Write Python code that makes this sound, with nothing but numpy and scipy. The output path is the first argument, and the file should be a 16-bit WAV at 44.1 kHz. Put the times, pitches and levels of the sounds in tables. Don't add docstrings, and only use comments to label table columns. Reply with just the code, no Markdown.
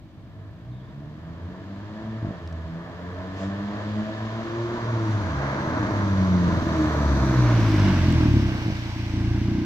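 import sys
import numpy as np
from scipy import signal
from scipy.fft import rfft, irfft, next_fast_len
from scipy.io import wavfile
from scipy.ndimage import uniform_filter1d, map_coordinates

SR = 44100
rng = np.random.default_rng(int(sys.argv[2]) if len(sys.argv) > 2 else 0)


def store_wav(level_fs):
    pcm = np.round(np.clip(np.atleast_2d(level_fs), -1, 1) * 32767)
    wavfile.write(sys.argv[1], SR, pcm.T.astype(np.int16))


N = 425565
TIME = np.arange(N) / SR

# start t/s, length/s, spacing/s, thud level/dB
BURP_RUNS = [(2.228, .09, .02, -20), (6.481, .24, .047, -13), (8.663, .06, .019, -15.5)]
# f/Hz, width/Hz, level/dB
PIPE_MODES = [(114.2, 41, -3), (203, 33, -4), (250.5, 21, -4), (297.2, 39, -7.5), (322, 52, -5.5)]
# f/Hz, level per Hz/dB
RASP_COLOUR = [(300, -21), (380, -3), (440, 1.5), (500, -6), (660, 4), (740, -6.5), (860, -9), (1020, -3.5),
               (1250, -10), (1450, -11.5), (1750, -2.5), (2200, -19), (3000, -47.5)]
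# relative level coasting/dB, level added under throttle/dB
ORDER_LEVELS = [(2.5, -7.5), (1, 2.5), (-1.5, 2), (-1.5, -3.5)]


def amp(db):
    return 10 ** (np.asarray(db) / 20)


def unit(x):
    return x / np.sqrt(np.mean(x ** 2) + 1e-20)


def along(points, hz):
    f, v = np.transpose(points)
    return np.interp(np.log(hz + 1), np.log(f + 1), v)


def curves(rows):
    s, *cols = np.transpose(rows)
    return [np.interp(TIME, s, c) for c in cols]


def wobble(rate):
    knots = rng.standard_normal(int(N * rate / SR) + 4)
    return np.interp(TIME * rate, np.arange(len(knots)), knots)


def swell(centre_s, half_s):
    return amp(-9 * np.minimum(((TIME - centre_s) / half_s) ** 2, 20))


def filtered(x, response):
    size = next_fast_len(N + SR // 2, True)
    return irfft(rfft(x, size) * response(np.fft.rfftfreq(size, 1 / SR)), size)[..., :N]


def rush(spectrum):
    # f/Hz, likeness/1
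    likeness = [(200, 0.85), (500, 0.93), (1000, 0.77), (2000, 0.31), (5000, 0.18), (12000, 0.16)]
    top_hz = spectrum[-1][0]

    def mid_side(hz):
        colour = amp(along(spectrum, hz)) / np.maximum(hz / top_hz, 1) ** 10
        turn = np.arccos(np.clip(along(likeness, hz), -1, 1)) / 2
        return colour * [np.cos(turn), np.sin(turn)]

    mid, side = filtered(rng.standard_normal((2, N)), mid_side)
    return unit(np.array([mid + side, mid - side]))


def neighbourhood():
    # f/Hz, level per Hz/dB
    hum_colour = [(20, -20.5), (50, -3.5), (100, 4.5), (180, 0.5), (260, -15), (330, -8), (420, -25.5),
                  (640, -15), (900, -26), (2000, -33.5), (5000, -53)]
    return amp(-45.5) * rush(hum_colour)


def whistle():
    # t/s, f/Hz, peak level/dB
    glide = [(.68, 5170, -83), (.725, 3650, -65), (.79, 3600, -67), (.81, 3270, -64),
             (.85, 3730, -69), (.91, 3520, -67), (1.1, 3450, -140)]
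    hz, level_db = curves(glide)
    phase = 2 * np.pi * np.cumsum(hz + 240 * wobble(600)) / SR
    return amp(level_db) * (TIME > .66) * np.sin(phase)


def ticks():
    # t/s, peak level/dB, centre f/Hz
    tick_table = [(2.475, -40, 4040), (2.526, -50, 5430), (7.798, -33, 5000), (8.124, -36.5, 7300)]
    out, t = np.zeros(N), np.arange(SR // 20) / SR
    for s, db, hz in tick_table:
        burst = rng.standard_normal(len(t)) * amp(-60 * t / 0.015)
        burst = signal.lfilter(*signal.iirpeak(hz, 2.5, SR), burst)
        burst = signal.lfilter(*signal.butter(4, 8000, fs=SR), burst)
        out[round(s * SR):][:len(t)] += amp(db) * burst / np.abs(burst).max()
    return out


def walls(x):
    # f/Hz, time/s
    decay = [(100, 1), (1000, 0.75), (8000, 0.25)]
    hz, t, z = signal.stft(rng.standard_normal((2, SR // 2)), SR, nperseg=256)
    dying = z * amp(-60 * t / along(decay, hz)[:, None])
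    tail = signal.istft(dying, SR, nperseg=256)[1]
    return signal.fftconvolve(x[None], tail / np.linalg.norm(tail[0]), axes=1)[:, :N]


def placed(pair):
    # t/s, lag/samples
    ear_lag = [(0, -5), (3, -5.5), (5, -7.5), (6.3, -8), (7.2, -5), (7.75, 0), (8.25, 6), (8.75, 8),
               (9.4, 3.5)]
    lag, = curves(ear_lag)
    return np.array([map_coordinates(ear, [np.arange(N) - side * lag / 2], order=3)
                     for ear, side in zip(pair, (1, -1))])


def nearness():
    pass_s, width_s = 7.8, 0.68
    return 1 / np.hypot(1, (TIME - pass_s) / width_s)


def stages():
    # t/s, roar stage/1, hiss stage/1
    stage_table = [(4.2, 0.4, 0), (5.3, 1.26, 0.4), (6.9, 0.85, 0.5), (7.7, 1.21, 2), (8.7, 1.5, 2)]
    return curves(stage_table)


def shares(stage):
    return [np.sqrt(np.clip(1 - abs(stage - k), 0, 1)) for k in range(3)]


def pulses(phase, scatter_db):
    train = (np.sin(36.5 * phase) - np.sin(4.5 * phase)) / (2 * np.sin(phase / 2) + 1e-12)
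    firing = np.round(phase / (2 * np.pi)).astype(int)
    return train * amp(scatter_db * rng.standard_normal(firing.max() + 1))[firing]


def fine_hiss():
    # f/Hz, level per Hz/dB
    fizz_colour = [(6000, -20), (8000, 0), (10000, -8), (11800, 0), (15700, -4), (17000, -12)]
    return amp(-59.8) * nearness() * rush(fizz_colour)


def bay_hiss():
    # t/s, level/dB
    hiss_level = [(0, -71.5), (1.1, -67), (2, -60), (2.8, -61.5), (3.8, -53.5), (5.8, -50.5), (7.15, -47),
                  (7.85, -40), (8.5, -45.5), (9.65, -50)]
    # f/Hz, level per Hz/dB
    far_colour = [(1700, -17), (2200, 4.5), (2600, 1.5), (3200, 3.5), (4800, -3), (5400, -7.5),
                  (6800, -10.5), (7400, -15), (8500, -31), (11000, -61.5)]
    # f/Hz, level per Hz/dB
    mid_colour = [(1700, -32), (2300, 1.5), (3000, -6.5), (3900, 0.5), (4800, -3), (5200, -9), (5900, -1),
                  (6900, -10.5), (8000, -21.5), (11000, -44.5)]
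    # f/Hz, level per Hz/dB
    near_colour = [(1300, -11), (2100, 2.5), (2650, -1.5), (2850, 0), (3100, -3), (4400, -6), (5900, -8),
                   (6700, -17.5), (8700, -26), (11000, -59)]
    hiss_db, = curves(hiss_level)
    far, mid, near = shares(stages()[1])
    hiss = far * amp(2.5) * rush(far_colour)
    hiss = hiss + mid * amp(2.5) * rush(mid_colour)
    hiss = hiss + near * amp(3.0) * rush(near_colour)
    grit = amp(1.3 * wobble(900))
    return grit * amp(hiss_db + 1.65) * hiss


def engine_rasp(rate, phase):
    darker = lambda hz: amp(along(RASP_COLOUR, hz) - hz / 250)
    direct = filtered(pulses(phase, scatter_db=1.0) * np.sqrt(rate), darker)
    scattered = walls(direct)
    return unit(.5 * direct + 0.42 * scattered + scattered.mean(axis=0))


def roar(rate, phase):
    # t/s, level/dB
    roar_level = [(0.0, -61.5), (1.56, -48), (2.31, -43), (2.47, -46), (3.81, -37.5), (3.89, -40),
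                  (5.21, -34), (5.45, -30), (6.21, -33.5), (6.67, -31), (7.71, -30.5), (8.82, -43.5),
                  (9.49, -45.5), (9.65, -46)]
    # f/Hz, level per Hz/dB
    tyre_colour = [(280, -13), (400, -2.5), (540, -2.5), (622, 3.5), (700, -3), (790, -9), (950, 0.5),
                   (1100, 0), (1350, -4), (1700, -6), (2200, -15), (3200, -54)]
    # f/Hz, level per Hz/dB
    close_colour = [(280, -16.5), (400, -4), (540, -14.5), (700, 1), (920, 5), (1300, -8), (1600, 6.5),
                    (1850, -6.5), (2200, -6), (3500, -28)]
    roar_db, = curves(roar_level)
    rasp = engine_rasp(rate, phase)
    far, mid, near = shares(stages()[0])
    mix = far * (amp(-1.96) * rush(RASP_COLOUR) + amp(-3.5) * rasp)
    mix = mix + mid * (amp(0.6) * rush(tyre_colour) + amp(-12.0) * rasp)
    mix = mix + near * amp(1.0) * rush(close_colour)
    throb = 1 + 0.081 * np.cos(phase)
    return amp(roar_db + 1.1 * wobble(14)) * throb * mix


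def whine():
    phase = 2 * np.pi * np.cumsum(2860 + 70 * wobble(400)) / SR
    return amp(-50) * swell(8.45, .25) * np.sin(phase)


def turbo():
    # t/s, level/dB, half length/s
    puff_table = [(3.42, -49.5, .065), (5.12, -52.5, .09), (6.82, -49.5, .11)]
    # f/Hz, level per Hz/dB
    air_colour = [(1200, -12), (2600, 0), (4000, -5), (7200, -10), (9500, -33), (15000, -35)]
    level = sum(amp(db) * swell(s, half) for s, db, half in puff_table)
    return level * rush(air_colour)


def mode(hz, centre, width, db):
    return amp(db) * 1j * hz * width / (centre ** 2 - hz ** 2 + 1j * hz * width)


def pipe(hz):
    # f/Hz, level/dB
    silencer = [(30, -1.5), (80, 6.5), (330, 1), (390, -18.5), (500, -23.5), (800, -16), (3000, -37)]
    return sum(mode(hz, *row) for row in PIPE_MODES) * amp(along(silencer, hz))


def reflections(hz, trip, bounce):
    delay = np.exp(-2j * np.pi * hz * trip)
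    return (bounce + delay) / (1 + bounce * delay)


def burps():
    fall_db_per_s, scatter_s = 14, .002
    rasp_db, rasp_s, rasp_hz = -20, .012, 700
    kicks = np.zeros(N)
    for s, length, spacing, db in BURP_RUNS:
        age = np.arange(0, length, spacing)
        times = s + age + scatter_s * rng.standard_normal(len(age))
        kicks[np.round(times * SR).astype(int)] = amp(db - fall_db_per_s * age)
    thud = lambda hz: (pipe(hz) + mode(hz, 160, 70, -5)) / (1 + 1j * hz / 300)
    thud_peak = np.abs(irfft(thud(np.fft.rfftfreq(SR, 1 / SR)))).max()
    blast = signal.lfilter([1], [1, -np.exp(-1 / (rasp_s * SR))], kicks)
    rough = signal.lfilter(*signal.butter(4, rasp_hz, fs=SR), blast * rush(RASP_COLOUR)[0])
    return filtered(kicks, thud) / thud_peak + amp(rasp_db) * rough


def ignition():
    dip_db, ramp_s = -4, 0.026
    dip = sum(1.0 * (TIME > s) * (TIME < s + length) for s, length, spacing, db in BURP_RUNS)
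    return amp(dip_db * uniform_filter1d(dip, size=int(ramp_s * SR)))


def throttle(rate):
    full_pull, smooth_s = 10.4, 0.37
    climb = np.clip(np.gradient(rate) * SR / full_pull, 0, 1)
    return uniform_filter1d(climb, size=int(smooth_s * SR))


def order_wave(k, rate, phase, pull):
    # t/s, relative level/dB
    boom_level = [(0, -55), (.7, -40), (1.8, -36), (2.1, -31), (2.38, -37.5), (2.6, -37.5), (2.9, -39),
                  (3.45, -29), (4.45, -29.5), (5.1, -30), (5.8, -33), (6.15, -24.5), (6.45, -24.5),
                  (6.66, -28), (7.45, -22.5), (8.42, -19.5), (8.6, -30.5), (8.9, -32.5), (9.3, -22),
                  (9.65, -29)]
    # f/Hz, relative level/dB
    boom_tone = [(30, -18.5), (55, -12.5), (80, -3.5), (115, -1), (150, -7), (205, -10), (230, -12.5),
                 (290, -11), (320, -13), (350, -13), (400, -21.5), (470, -15)]
    # t/s, half length/s, order/1, relative level/dB
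    honk_table = [(1.467, 0.054, 1, -34.5), (2.09, 0.065, 2, -33.5), (2.55, 0.13, 1, -34),
                  (2.739, 0.082, 2, -33), (3.153, .15, 1, -36.5), (3.606, 0.18, 2, -32.5),
                  (3.996, 0.055, 2, -28.5), (4.642, 0.16, 3, -29.5), (5.04, 0.12, 3, -32),
                  (5.13, .07, 1, -22.5), (5.418, 0.13, 2, -31.5), (6.118, .13, 1, -23.5),
                  (6.344, 0.26, 2, -21), (6.81, 0.062, 4, -22), (7.11, .15, 1, -22.5),
                  (7.463, 0.19, 2, -18.5), (7.89, 0.084, 4, -24.5)]
    echo_share, lost_at = .95, .4
    doppler, wander, drifts_per_s = .02475, .35, 7
    coast_db, pull_db = ORDER_LEVELS[k - 1]
    level_db = curves(boom_level)[0] + along(boom_tone, k * rate) + coast_db + pull_db * pull
    share = echo_share * np.clip(1 - nearness() / lost_at, 0, 1)
    beat = doppler * k * phase + wander * wobble(drifts_per_s)
    fading = abs(1 + share * np.exp(1j * beat)) / np.hypot(1, share)
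    honks = sum(amp(db) * swell(s, half) for s, half, order, db in honk_table if round(order) == k)
    level = np.sqrt(2) * np.hypot(amp(level_db) * fading, honks)
    return level * np.cos(k * phase + np.angle(mode(k * rate, *PIPE_MODES[0])))


def exhaust(rate, phase):
    # t/s, relative level/dB
    burble_level = [(0, -53.5), (1.5, -47), (3.05, -49.5), (3.5, -45), (4.5, -45), (5.8, -30), (6.2, -34.5),
                    (7.1, -28), (7.8, -24), (8.4, -24.5), (8.62, -34.5), (8.92, -39), (9.3, -26.5),
                    (9.65, -26)]
    gust_slow, gust_fast = 1.1, 0.41
    burble_db, = curves(burble_level)
    pull = throttle(rate)
    boom = sum(order_wave(k, rate, phase, pull) * amp(1.7 * wobble(35))
               for k in range(1, len(ORDER_LEVELS) + 1))
    tube = lambda hz: pipe(hz) * reflections(hz, trip=.0075, bounce=.7)
    ring = filtered(pulses(phase, scatter_db=3.0) * np.sqrt(rate / 30), tube)
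    flow = np.clip(rate / 90, 0, 1)
    gust = np.exp((gust_slow + (gust_fast - gust_slow) * flow) * (np.cos(phase) - 1))
    gas = unit(filtered(gust * rng.standard_normal(N), pipe))
    burble = amp(-3.0 - 2.4 * flow) * ring + amp(-7.5 + 10.26 * flow) * gas
    return ignition() * boom + amp(burble_db) * burble


def scene():
    # t/s, firing rate f/Hz
    firing_rate = [(0, 52), (.4, 49.3), (2.03, 109.7), (2.27, 112), (2.36, 84), (2.65, 80.7), (3.7, 102.5),
                   (4.75, 117.6), (4.9, 116), (5.2, 103.5), (5.35, 70), (5.62, 68), (5.9, 103), (6.3, 92),
                   (7.2, 67.4), (8, 44.4), (8.58, 29.6), (9.15, 28.3), (9.65, 30.3)]
    rate, = curves(firing_rate)
    phase = 2 * np.pi * np.cumsum(rate) / SR
    tailpipe = exhaust(rate, phase) + burps()
    rolling = roar(rate, phase) + bay_hiss() + fine_hiss()
    louder_right = amp(0.43 * np.array([[-1], [1]]))
    car = placed(tailpipe + louder_right * rolling + turbo() + whine())
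    echo = amp(-21) * walls(tailpipe)
    return car + echo + ticks() + whistle() + neighbourhood()


def record(dry):
    return filtered(dry, lambda hz: hz < 15750)


dry = scene()
out = record(dry)
store_wav(out)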